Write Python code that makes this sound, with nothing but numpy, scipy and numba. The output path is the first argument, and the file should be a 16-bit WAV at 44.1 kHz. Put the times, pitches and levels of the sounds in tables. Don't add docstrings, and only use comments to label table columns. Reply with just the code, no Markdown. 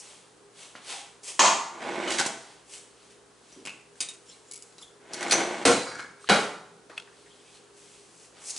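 import sys
import numpy as np
from scipy import signal
from scipy.fft import rfft, irfft, next_fast_len
from scipy.io import wavfile
from scipy.ndimage import uniform_filter1d, minimum_filter1d
from numba import njit

SR = 44100
rng = np.random.default_rng(int(sys.argv[2]) if len(sys.argv) > 2 else 0)


def linear_from_db(decibels):
    return 10 ** (np.asarray(decibels, float) / 20)


def store_pcm(level_fs):
    pcm = np.round(np.clip(level_fs, -1, 1) * 32767).astype(np.int16)
    wavfile.write(sys.argv[1], SR, np.atleast_2d(pcm).T)


N = 378378
TIME = np.arange(N) / SR

# start in seconds, strength in dB, chatter decay in seconds,
# build-up in seconds, share of panel ring in dB.
BLOWS = [
    (1.392, -8, 0.043, 0.0021, -6),
    (5.651, -9.5, 0.031, 0.0034, -11.5),
    (6.2944, -14.5, 0.045, 0.00039, -5),
]
# time the panel keeps shaking in seconds,
# crack into the room in dB, panel into the room in dB.
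BLOW_PLACE = [
    (0.0085, 0.64, 2),
    (0.051, 0.23, -7.5),
    (0.016, 0.64, -1),
]
# frequency in Hz, level in dB, t60 in seconds.
THUD = [(287, 2.5, 0.0099), (398, -8, 0.0043), (590, -9, 0.0053), (920, 2, 0.0034)]


def level(x, db):
    return x * linear_from_db(db) / np.sqrt(np.mean(x ** 2))


def shaped(x, points):
    hz, db = np.transpose(points)
    n = next_fast_len(len(x), real=True)
    f = np.maximum(np.arange(n // 2 + 1) * SR / n, 1)
    gain = linear_from_db(np.interp(np.log(f), np.log(hz), db))
    return irfft(rfft(x, n) * gain, n)[:len(x)]


def band(x, lo_hz, hi_hz):
    return signal.sosfilt(signal.butter(2, [lo_hz, hi_hz], "bandpass", fs=SR, output="sos"), x)


def add(track, s, x):
    i = int(s * SR)
    track[i:i + len(x)] += x[:len(track) - i]


def gate(db):
    return uniform_filter1d(linear_from_db(db), size=600)


def swell(s, db, rise, fall):
    out = np.zeros(N)
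    i = slice(max(int((s - 3 * rise) * SR), 0), int((s + 3 * fall) * SR))
    away = np.where(TIME[i] < s, (s - TIME[i]) / rise, (TIME[i] - s) / fall)
    out[i] = linear_from_db(db - 20 * away ** 1.37)
    return out


def grains(rate, scatter_db):
    size_db = scatter_db * np.minimum(rng.exponential(size=N), 4)
    return (rng.random(N) < rate / SR) * rng.standard_normal(N) * linear_from_db(size_db)


def ring(modes, length):
    t = np.arange(int(max(length, .2) * SR))[:, None] / SR
    hz, db, t60 = np.transpose(modes)
    start = 2 * np.pi * rng.random(len(hz))
    fade = linear_from_db(db - 60 * t / np.clip(t60, .005, 1))
    return (fade * np.sin(2 * np.pi * hz * t + start)).sum(axis=1)


def burst(points, decay, rise=0.00013, hold=0):
    t = np.arange(8192) / SR
    noise = level(shaped(rng.standard_normal(8192), points), -10.0)
    return noise * np.exp(-np.maximum(t - hold, 0) / decay) * np.minimum(t / rise, 1)


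def tick(db, hz, thud_db, treble_db, t60, ring_db=-10, click_s=0.013):
    low_db = -2.0 - .5 * treble_db
    colour = [(600, low_db - 11.0), (1600, low_db), (3000, 0.5 * treble_db),
              (6000, treble_db), (11000, treble_db - 6.5)]
    click = burst(colour, click_s, rise=0.00056)
    hump = [(.6 * hz, -40), (.88 * hz, -10), (hz, 0), (1.12 * hz, -10), (1.6 * hz, -40)]
    body = burst(hump, t60 / np.log(1000), rise=0.0013)
    metal = ring([(hz, ring_db, t60)], .2)[:8192]
    thud = linear_from_db(thud_db + 4.5) * ring(THUD, .2)[:8192]
    return linear_from_db(db) * (0.95 * click + 0.82 * body + metal + thud)


def blows():
    # frequency in Hz, density in dB per Hz.
    colours = [
        [(35, -76), (60, -52), (150, -22), (391, -7.5), (436, -17), (620, -3), (1020, 0.5), (1610, -8.5),
         (7430, -11), (11000, -27.5), (14300, -85), (22000, -120)],
        [(24, -73), (40, -24), (256, -16.5), (350, -8.5), (483, -14), (560, -10), (700, -17.5), (1390, -20),
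         (8300, -25.5), (11000, -31), (14300, -81), (22000, -120)],
        [(24, -70), (40, -75), (198, -20), (275, 3), (506, 7.5), (1150, -0.5), (1390, 5.5), (1800, -2.5),
         (4500, -5), (11000, -15), (14300, -65), (22000, -120)],
    ]
    out = np.zeros(N)
    for (s, db, chatter, rise, _), colour in zip(BLOWS, colours):
        add(out, s, linear_from_db(db) * burst(colour, chatter, rise))
    return out


def panels():
    # frequency in Hz, level in dB, t60 in seconds.
    panel_modes = [
        [(806, -9, 0.022), (1016, 6, 0.09), (960, 8, 0.028), (1440, -11, 0.036), (2430, -7, 0.045),
         (3160, 1, 0.018), (4900, -26, 0.052), (6470, 11.5, 0.011), (7280, 5, 0.02)],
        [(260, 10.5, 0.042), (356, -4, 0.072), (479, 1, 0.028), (715, 14.5, 0.034), (1030, 16.5, 0.0099),
         (810, 1, 0.08), (1400, 11.5, 0.025), (2240, 17, 0.0069), (3220, 11, 0.0087), (6040, 17, 0.0043),
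         (8400, 9.5, 0.017)],
        [(204, 2, 0.093), (506, 0, 0.046), (806, 10, 0.02), (1485, 14.5, 0.012), (2250, 0.5, 0.046),
         (2400, 2, 0.084), (2950, 5.5, 0.015), (3920, 7, 0.04), (4540, 0, .06)],
    ]
    out = np.zeros(N)
    for (s, db, chatter, rise, ring_db), modes, (hold, *_) in zip(BLOWS, panel_modes, BLOW_PLACE):
        push = burst([(50, 0), (11000, 0)], chatter, 2 * rise, hold)
        damped = [(hz, g, min(t60, .009 + 55 / hz)) for hz, g, t60 in modes]
        panel = signal.fftconvolve(push, ring(damped, .2))[:8192]
        add(out, s, linear_from_db(db + ring_db) * panel * push.std() / panel.std())
    return out


def carcass():
    # start in seconds, frequency in Hz, level in dB, held in seconds, fade in seconds.
    tones = [
        (5.657, 479, -14, .055, .018),
        (5.657, 356, -21, .05, .02),
        (5.655, 705, -22, .03, .02),
        (1.393, 1012, -17, .02, .025),
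        (1.445, 1005, -18, .025, .05),
    ]
    out = np.zeros(N)
    t = np.arange(int(.3 * SR)) / SR
    for s, hz, db, hold, fade in tones:
        shape = np.minimum(t / .006, 1) * np.exp(-np.maximum(t - hold, 0) / fade)
        add(out, s, ring([(hz, db, 1)], .3) * shape)
    return out


def drawer():
    # time in seconds, level in dB.
    rolls = [
        [(1.72, -46), (1.78, -45.5), (1.826, -33), (1.95, -33), (2.06, -30), (2.11, -32.5), (2.168, -32.5),
         (2.204, -34), (2.32, -43)],
        [(5.0, -60.5), (5.118, -44), (5.2, -36), (5.276, -29), (5.315, -36), (5.334, -25.5), (5.42, -26.5),
         (5.45, -32), (5.64, -36.5)],
    ]
    # frequency in Hz, width in Hz, level in dB.
    resonances = [(350, 34, 12), (652, 42, 12), (813, 23, -1.5), (1420, 210, 13), (2064, 320, 13)]
    # frequency in Hz, density in dB per Hz.
    grit_colour = [(710, -74), (1200, 2), (1300, 7.5), (2150, 10.5), (3700, 5), (4500, -0.5), (8500, -3),
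                   (11000, -18), (14300, -61), (22000, -120)]
    # peak in seconds, level in dB, rise and fall in seconds.
    slides = [
        (2.078, -26, .004, .08),
        (2.106, -21.5, 0.0073, 0.18),
        (2.188, -11, 0.0052, 0.04),
        (2.258, -21, 0.012, 0.037),
        (5.135, -34.5, 0.019, 0.58),
        (5.324, -6, 0.014, 0.02),
        (5.62, -42, 0.067, 0.08),
    ]
    # peak in seconds, level in dB, rise and fall in seconds.
    nudge = (3.565, -47, .006, .1)
    curves = [np.interp(TIME, *np.transpose(rows), left=-120, right=-120) for rows in rolls]
    db = np.max(curves, axis=0)
    skid = sum(swell(*row) for row in slides)
    shake = grains(1500, 2.2)
    box = sum(linear_from_db(g) * band(shake, hz - w / 2, hz + w / 2) / np.sqrt(w) for hz, w, g in resonances)
    box = level(box, -8.5) + level(band(shake, 200, 950), -4)
    grit = level(shaped(grains(5000, 0.25), grit_colour), -1.1)
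    slide = level(band(grains(4000, 2.5), 3300, 8300), -14)
    creep_db, skid_grit_db = -38, -18.5
    grit_db = db - 9 + 0.028 * (db + 32)
    out = box * gate(db) + slide * (skid + gate(db + creep_db))
    out += grit * (gate(grit_db) + linear_from_db(skid_grit_db) * skid)
    push = band(rng.standard_normal(N), 307 - 60, 307 + 70)
    out += level(push, 0) * swell(*nudge)
    pan_db = -3 * np.exp(-((TIME - 2.22) / 0.49) ** 4)
    return out * linear_from_db(np.array([pan_db, -pan_db]) / 2)


def utensils():
    # start in seconds, peak in dB, ring in Hz, treble in dB.
    wood = [(0.7527, -27, 1440, -15), (2.192, -15, 2000, -27), (2.21, -11.5, 810, 2),
            (2.2614, -10, 1013, 26), (3.955, -46, 1610, 1), (5.207, -37, 1960, -18),
            (5.2275, -13.5, 1860, -8), (5.87, -23.5, 1420, -23), (5.92, -26, 1590, -26),
            (5.993, -21.5, 1520, -11), (5.997, -31, 2200, -23), (6.045, -29, 1670, -28),
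            (6.897, -31.5, 535, -13), (8.3795, -41, 1300, -20)]
    handles = [(0.176, -65, 3180, -27), (2.0775, -18.5, 2960, -16), (2.1019, -20.5, 2890, 6),
               (2.1845, -18.5, 3920, -5), (2.186, -24, 2140, -10), (2.2, -14.5, 1510, -3),
               (2.2522, -25, 2800, -15), (3.525, -38.5, 5900, 9)]
    peeler = [(3.6524, -21, 2450, 11), (3.6604, -22, 8000, -4), (3.6715, -17, 2620, -7),
              (3.68, -24, 2370, -7), (3.6932, -26, 2680, -3), (3.7033, -31, 2560, -8)]
    steel = [(4.723, -42, 4960, -1), (4.782, -32, 6000, 1), (5.142, -19, 4600, 18), (5.282, -19, 7300, -11),
             (5.2975, -16, 7500, -6), (5.309, -12, 8400, 3), (5.323, -4.5, 9100, -2),
             (5.338, -8.5, 6150, -7), (5.134, -17, 5600, 14), (5.208, -18.5, 5960, -7),
             (5.228, -22, 6940, -13), (5.3105, -7, 4270, 2), (5.31, -8, 2260, 6), (5.3205, -6.5, 6060, -16),
             (8.5629, -18.5, 4450, 6)]
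    kinds = ((wood, -16, 0.033, .009), (handles, -9.5, 0.1, .009),
             (peeler, -18, .028, .005), (steel, -20.5, 0.015, .009))
    out = np.zeros(N)
    for rows, thud_db, t60, click_s in kinds:
        for s, db, hz, treble_db in rows:
            add(out, s, tick(db, hz, thud_db, treble_db, t60, click_s=click_s))
    return out


def fingers():
    # start in
    # seconds, peak in dB, ring in Hz, treble in dB, ring t60 in seconds.
    near = [(6.977, -28, 3350, -29, 0.024), (6.2428, -36, 1230, -3, 0.022),
            (6.2892, -12.5, 2900, -4, 0.011), (6.2895, -12, 910, -22, 0.0097),
            (6.978, -20.5, 2590, -9.5, 0.034), (6.9988, -33, 3300, 3, 0.02), (6.9985, -38, 2570, -15, .025),
            (7.0743, -38, 1500, -25, .03), (6.969, -41, 2500, -15, 0.032), (6.978, -39, 1450, -18, 0.033),
            (7, -43, 1400, -12, .025), (7.022, -39, 2900, 0, 0.019)]
    latch = (6.2718, -36, 1800, -8, .03)
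    # frequency in Hz, level in dB, t60 in seconds.
    blade = [(2390, -17, .14), (2560, -15, .12), (2960, -9, .06), (3740, -5, .075), (4753, -7, .055),
             (5173, -4, .05), (5916, -3, .045), (6428, -3, .05), (6804, -2, .05), (7402, -7, .07),
             (7919, -3, .08), (8570, -7, .06), (9120, 1, .08), (9500, -4, .05), (10300, -3, .03)]
    # start in seconds, peak in dB, wood thud in dB, favoured partial in Hz.
    hits = [
        (4.0045, -16.5, -20, 4753),
        (4.0868, -27.5, -22, 3730),
        (4.135, -40, -28, 3730),
        (4.0125, -22, -26, 2480),
    ]
    out = np.zeros(N)
    for s, db, hz, treble_db, t60 in near + [latch]:
        add(out, s, tick(db, hz, -34, treble_db, t60, ring_db=-5, click_s=.0035))
    clatter_colour = [(700, -5.5), (1500, -6.5), (2500, 2.0), (5300, 0.0), (9000, 2.5), (11000, -17)]
    for s, db, thud_db, favoured_hz in hits:
        pairs = []
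        for hz, g, t60 in blade:
            favour_db = 8 * (abs(hz / favoured_hz - 1) < .05)
            for k, last in ((1, 2.1), (1.012, 1)):
                pairs.append((hz * k, g + favour_db + 1.5 * rng.standard_normal(), last * t60))
        clatter = burst(clatter_colour, 0.041, rise=0.0011)
        thud = linear_from_db(db + thud_db - 7.0) * ring(THUD, .2)[:8192]
        add(out, s, linear_from_db(db - 6.5) * clatter + thud)
        add(out, s, linear_from_db(db - 15.5) * ring(pairs, .4))
    return out


def blades():
    # start in seconds, peak in dB.
    rocks = [(4.5126, -27), (4.5204, -30), (4.5351, -28), (4.5424, -32), (4.5564, -32), (4.5604, -33),
             (4.5654, -34), (4.5764, -36), (4.6234, -32), (4.6304, -38)]
    # frequency in Hz, level in dB, t60 in seconds.
    stack = [(2250, -17, .08), (2950, -18, .04), (4900, -5, .015), (5500, -7, .015), (6900, -4, .015),
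             (7700, 0, .018), (10100, -1, .018)]
    # peak in seconds, level in dB, rise and fall in seconds,
    # frequency in Hz.
    scrapes = [(4.295, -51, 0.018, 0.02, 7200), (4.3, -53.5, 0.027, 0.035, 5380),
               (4.305, -57, 0.037, 0.039, 3250), (4.33, -55.5, 0.05, 0.036, 3950),
               (4.345, -57, .015, 0.014, 2250), (4.485, -57, .02, 0.025, 7140),
               (4.788, -51, .01, 0.019, 3860), (4.815, -51.5, 0.016, 0.025, 5100),
               (4.82, -55, .02, 0.026, 7300), (4.825, -56, 0.019, 0.034, 10250),
               (4.83, -47, .01, 0.028, 3450), (4.885, -56, 0.011, 0.011, 3430),
               (4.82, -57, 0.047, 0.018, 1140), (3.978, -52, .004, .008, 7600),
               (6.22, -57, 0.031, 0.057, 8460), (6.274, -50, .003, .03, 2980),
               (6.28, -48, 0.011, .02, 4150), (6.282, -49, 0.014, .02, 1870),
               (6.204, -55, .005, 0.0081, 1530), (6.904, -51, .008, .05, 1710),
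               (6.915, -50, .015, 0.064, 1060), (6.91, -69, 0.01, .03, 4300),
               (7.076, -54, .003, 0.026, 1150), (7.078, -55, .004, 0.017, 1600),
               (7.095, -61, .005, 0.014, 1500), (7.13, -59, .015, 0.026, 1730),
               (7.17, -64, .015, .02, 3920), (7.27, -58, 0.017, 0.024, 1900), (7.32, -60, 0.044, .04, 3300),
               (7.36, -69, .1, 0.066, 3950), (7.4, -64, .06, .04, 3230), (7.48, -64, 0.064, 0.041, 2430),
               (7.56, -64, .03, .02, 4160), (5.33, -24, .012, 0.061, 6070),
               (5.315, -25, 0.0071, 0.031, 4430), (5.229, -43, 0.0033, 0.045, 1850),
               (3.676, -42, .008, 0.084, 2580), (5.88, -40, 0.022, 0.033, 1460),
               (5.93, -51, .02, 0.037, 1650), (6.0, -43, .012, .04, 1460),
               (6.899, -45.5, 0.0014, 0.022, 550)]
    out = np.zeros(N)
    for s, db in rocks:
        modes = [(hz * (1 + .02 * rng.standard_normal()), g + 3 * rng.standard_normal(), t60)
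                 for hz, g, t60 in stack]
        click = burst([(1500, -28), (4000, -7), (7500, -2), (11000, -6)], 0.0063, rise=.0002)
        add(out, s, linear_from_db(db) * (click + linear_from_db(-10) * ring(modes, .2)[:8192]))
    rub = grains(4000, 1.8)
    half_hz = 210
    for s, db, rise, fall, hz in scrapes:
        i = slice(int((s - .3) * SR), int((s + .3) * SR))
        out[i] += level(band(rub[i], hz - half_hz, hz + half_hz), 0) * swell(s, db, rise, fall)[i]
    return out


def jingle():
    # time in seconds, level in dB.
    rattle_curve = [(5.678, -12), (5.75, -60), (5.85, -45), (5.95, -32.5), (6.029, -32.5), (6.1, -74)]
    # frequency in Hz, level in dB, t60 in seconds.
    cutlery = [(1400, 10, 0.022), (1650, 12, 0.022), (2240, 5, 0.03), (4060, -9, 0.04), (4624, -12, 0.04),
               (5320, -8, 0.03)]
    # start in seconds, frequency in Hz, level in dB, t60 in seconds.
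    late_rings = [(5.735, 4059, -20, .4), (5.81, 4059, -26, .16), (5.755, 4624, -27, .2),
                  (5.82, 4624, -31, .2), (5.895, 4624, -36, .3), (5.99, 4624, -36, .1),
                  (5.868, 4910, -30, .28), (5.988, 4910, -35, .09), (5.875, 5701, -36, .22),
                  (5.875, 5437, -41, .2), (5.86, 2250, -35, .3), (5.875, 4059, -35, .2),
                  (5.76, 6433, -34, .2), (5.87, 6804, -39, .12)]
    s, db = np.transpose(rattle_curve)
    touches = grains(900, 1.4)
    rings = signal.fftconvolve(touches, ring(cutlery, .3))[:N]
    rattle = level(rings, 0) + level(band(touches, 860, 6600), -5)
    out = rattle * linear_from_db(np.interp(TIME, s, db, left=-120, right=-120))
    soft_ends = signal.windows.tukey(int(.3 * SR), .06)
    for s, hz, db, t60 in late_rings:
        pair = [(hz, db, t60), (1.006 * hz, db - 11, t60)]
        add(out, s, ring(pair, .3) * soft_ends)
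    return out


def scuffs():
    # peak in seconds, level in dB, rise and fall in seconds, treble in dB.
    steps = [(0.0, -52, .05, 0.025, 18), (0.05, -44.5, 0.15, 0.26, -0.5), (0.61, -41.5, 0.08, 0.15, -0.5),
             (0.76, -56.5, 0.0055, 0.055, -25.5), (0.91, -31.5, 0.086, 0.14, -2.5),
             (1.234, -45.5, 0.0045, 0.11, 7.5), (1.29, -32, 0.051, 0.058, 3), (2.5, -50.5, 0.83, 0.15, -4),
             (2.74, -39, 0.073, 0.086, 3.5), (8.51, -39, 0.094, 0.011, 13.5), (8.58, -45, 0.011, .1, 18)]
    rustles = [(3.05, -53, .2, 0.13, -4), (3.11, -53.5, 0.018, 0.059, 1), (3.53, -51.5, 0.2, 0.22, -1),
               (3.99, -54, 0.068, 0.054, 4), (4.32, -52.5, 0.16, 0.12, 3.5), (4.52, -54.5, 0.12, 0.4, 3),
               (4.83, -51, 0.062, 0.035, 4), (6.235, -48.5, 0.062, 0.19, -1), (6.905, -54, .008, 0.14, -13),
               (6.98, -49.5, 0.02, 0.022, -26), (7.2, -55.5, 0.23, 0.83, -2),
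               (7.57, -51, 0.19, 0.027, -2.5), (7.78, -56.5, 0.053, 0.22, 5), (7.95, -53, 0.2, 0.18, 0),
               (8.25, -52, 0.25, 0.05, 6), (8.37, -51.5, 0.048, 0.99, -18)]
    # level in dB, frequency in Hz, half length in seconds.
    squeak = (-43, 815, 0.035)
    mid, hiss, low = np.zeros((3, N))
    for strokes, rub_db in ((steps, -1), (rustles, -8.5)):
        for s, db, rise, fall, treble_db in strokes:
            stroke = swell(s, db, rise, fall)
            mid += stroke
            hiss += linear_from_db(treble_db) * stroke
            low += linear_from_db(rub_db - 0.82 * treble_db) * stroke
    rub = grains(9000, 0.28)
    out = level(band(rub, 1990, 5650), 0.18) * mid
    out += level(band(rub, 4340, 9160), -0.94) * hiss
    out += level(band(rub, 430, 3380), -3.15) * low
    squeak_db, hz, half = squeak
    wobble = level(band(rng.standard_normal(N), 10, 60), 1)
    chirp = level(np.sin(2 * np.pi * hz * TIME + wobble), squeak_db)
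    return out + chirp * np.exp(-((TIME - .945) / half) ** 2)


def jolts():
    starts = [2.04, 3.62, 5.63, 6.27]
    # level in dB, frequency in Hz, t60 in seconds.
    thumps = [(-46, 31, 0.36), (-52, 52, 0.22), (-34, 73, 0.42), (-31.5, 86.6, 0.29)]
    out = np.zeros(N)
    for s, (db, hz, t60) in zip(starts, thumps):
        thump = ring([(hz, 0, t60), (1.5 * hz, -4, t60)], .2)[:8000]
        add(out, s, linear_from_db(db) * np.hanning(8000) * thump)
    return out


def kitchen(x):
    # frequency in Hz, t60 in seconds.
    reverb = [(100, 0.99), (300, 0.53), (1000, 0.73), (3000, 0.51), (6000, 0.59), (10000, 0.52)]
    # frequency in Hz, side minus mid in dB.
    side_colour = [(100, -20), (400, -23.5), (1000, -9), (4000, -11), (10000, -13)]
    t = np.arange(int(.9 * SR)) / SR
    tail = np.zeros((2, len(t)))
    hz, t60 = np.transpose(reverb)
    for f in 60 * 2. ** np.arange(8):
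        fade = linear_from_db(-60 * t / np.interp(np.log(f), np.log(hz), t60))
        tail += band(rng.standard_normal(tail.shape), f / 1.395, f * 1.365) * fade
    tail *= np.clip((t - .002) / 0.00032, 0, 1) / np.sqrt(np.sum(tail[0] ** 2))
    side = shaped(tail[1], side_colour)
    return np.array([signal.fftconvolve(x, tail[0] + sign * side)[:N] for sign in (1, -1)])


def floor():
    # frequency in Hz, density in dB per Hz.
    air = [(15, -22), (25, -25), (117, -9.5), (245, 2.5), (442, 7), (602, 0), (1060, -1), (1330, -2.5),
           (1550, -3.5), (2230, -9.5), (9370, -11), (10600, -14), (11500, -73), (15000, -44), (22000, -120)]
    # frequency in Hz, width in Hz, level in dB.
    fridge = [(58.5, 16, -81), (166, 15, -74), (406.5, 3.4, -65.5), (478, 23, -74)]
    air_db = -58.5
    mid = level(shaped(rng.standard_normal(N), air), air_db)
    side = level(shaped(rng.standard_normal(N), air), air_db - 6)
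    for hz, width, db in fridge:
        mid += level(band(rng.standard_normal(N), hz - width / 2, hz + width / 2), db)
    mid += level(np.sin(2 * np.pi * 119.4 * TIME), -74.5)
    return np.array([mid + side, mid - side])


def ports(direct):
    echo = rng.standard_normal(512) * np.exp(-np.arange(512) / (0.0014 * SR))
    side = linear_from_db(-11.5) * signal.fftconvolve(direct.mean(axis=0), echo / np.linalg.norm(echo))[:N]
    side = band(side, 530, 9700)
    return direct + np.array([side, -side])


def scene():
    # direct in dB, into the room in dB.
    place = [
        (8, 2.5),
        (-4, -13),
        (-13.5, -18),
        (-8, -13),
        (0, -8),
    ]
    close = (0, -21)
    panel_place = (13.7, 0.43)
    carcass_place = (0, -20)
    sources = (blows, utensils, jingle, scuffs, drawer, fingers, panels, blades, carcass)
    places = place + [close, panel_place, (0, -11), carcass_place]
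    latest = np.searchsorted([row[0] for row in BLOWS[1:]], TIME)
    extra_db = {blows: np.array(BLOW_PLACE)[latest, 1], panels: np.array(BLOW_PLACE)[latest, 2]}
    direct, sent = np.zeros((2, N)), np.zeros(N)
    for source, (direct_db, room_db) in zip(sources, places):
        x = np.atleast_2d(source())
        direct += linear_from_db(direct_db) * x
        sent += linear_from_db(room_db + extra_db.get(source, 0)) * x.mean(axis=0)
    thin = signal.butter(5, 140, "highpass", fs=SR, output="sos")
    return signal.sosfilt(thin, ports(direct) + kitchen(sent)) + floor() + jolts()


@njit
def follow(x, attack, release):
    e, out = 0., np.empty(len(x))
    for i in range(len(x)):
        e += (x[i] - e) * (attack if x[i] > e else release)
        out[i] = e
    return out


def band_limit(x):
    return signal.sosfilt(signal.butter(12, 12320, fs=SR, output="sos"), x)


def record(dry):
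    limit_db, ratio, attack_s, release_s = -6, 7, 0.0006, 0.014
    peak = -minimum_filter1d(-np.abs(dry).max(axis=0), size=120)
    loud = follow(peak, 1 / (attack_s * SR), 1 / (release_s * SR))
    held = dry * np.minimum(linear_from_db(limit_db) / (loud + 1e-9), 1) ** (1 - 1 / ratio)
    held = np.tanh(held)
    top_cut = signal.ellip(10, .3, 76, 11000, fs=SR, output="sos")
    return band_limit(signal.sosfilt(top_cut, held))


dry = scene()
out = record(dry)
store_pcm(out)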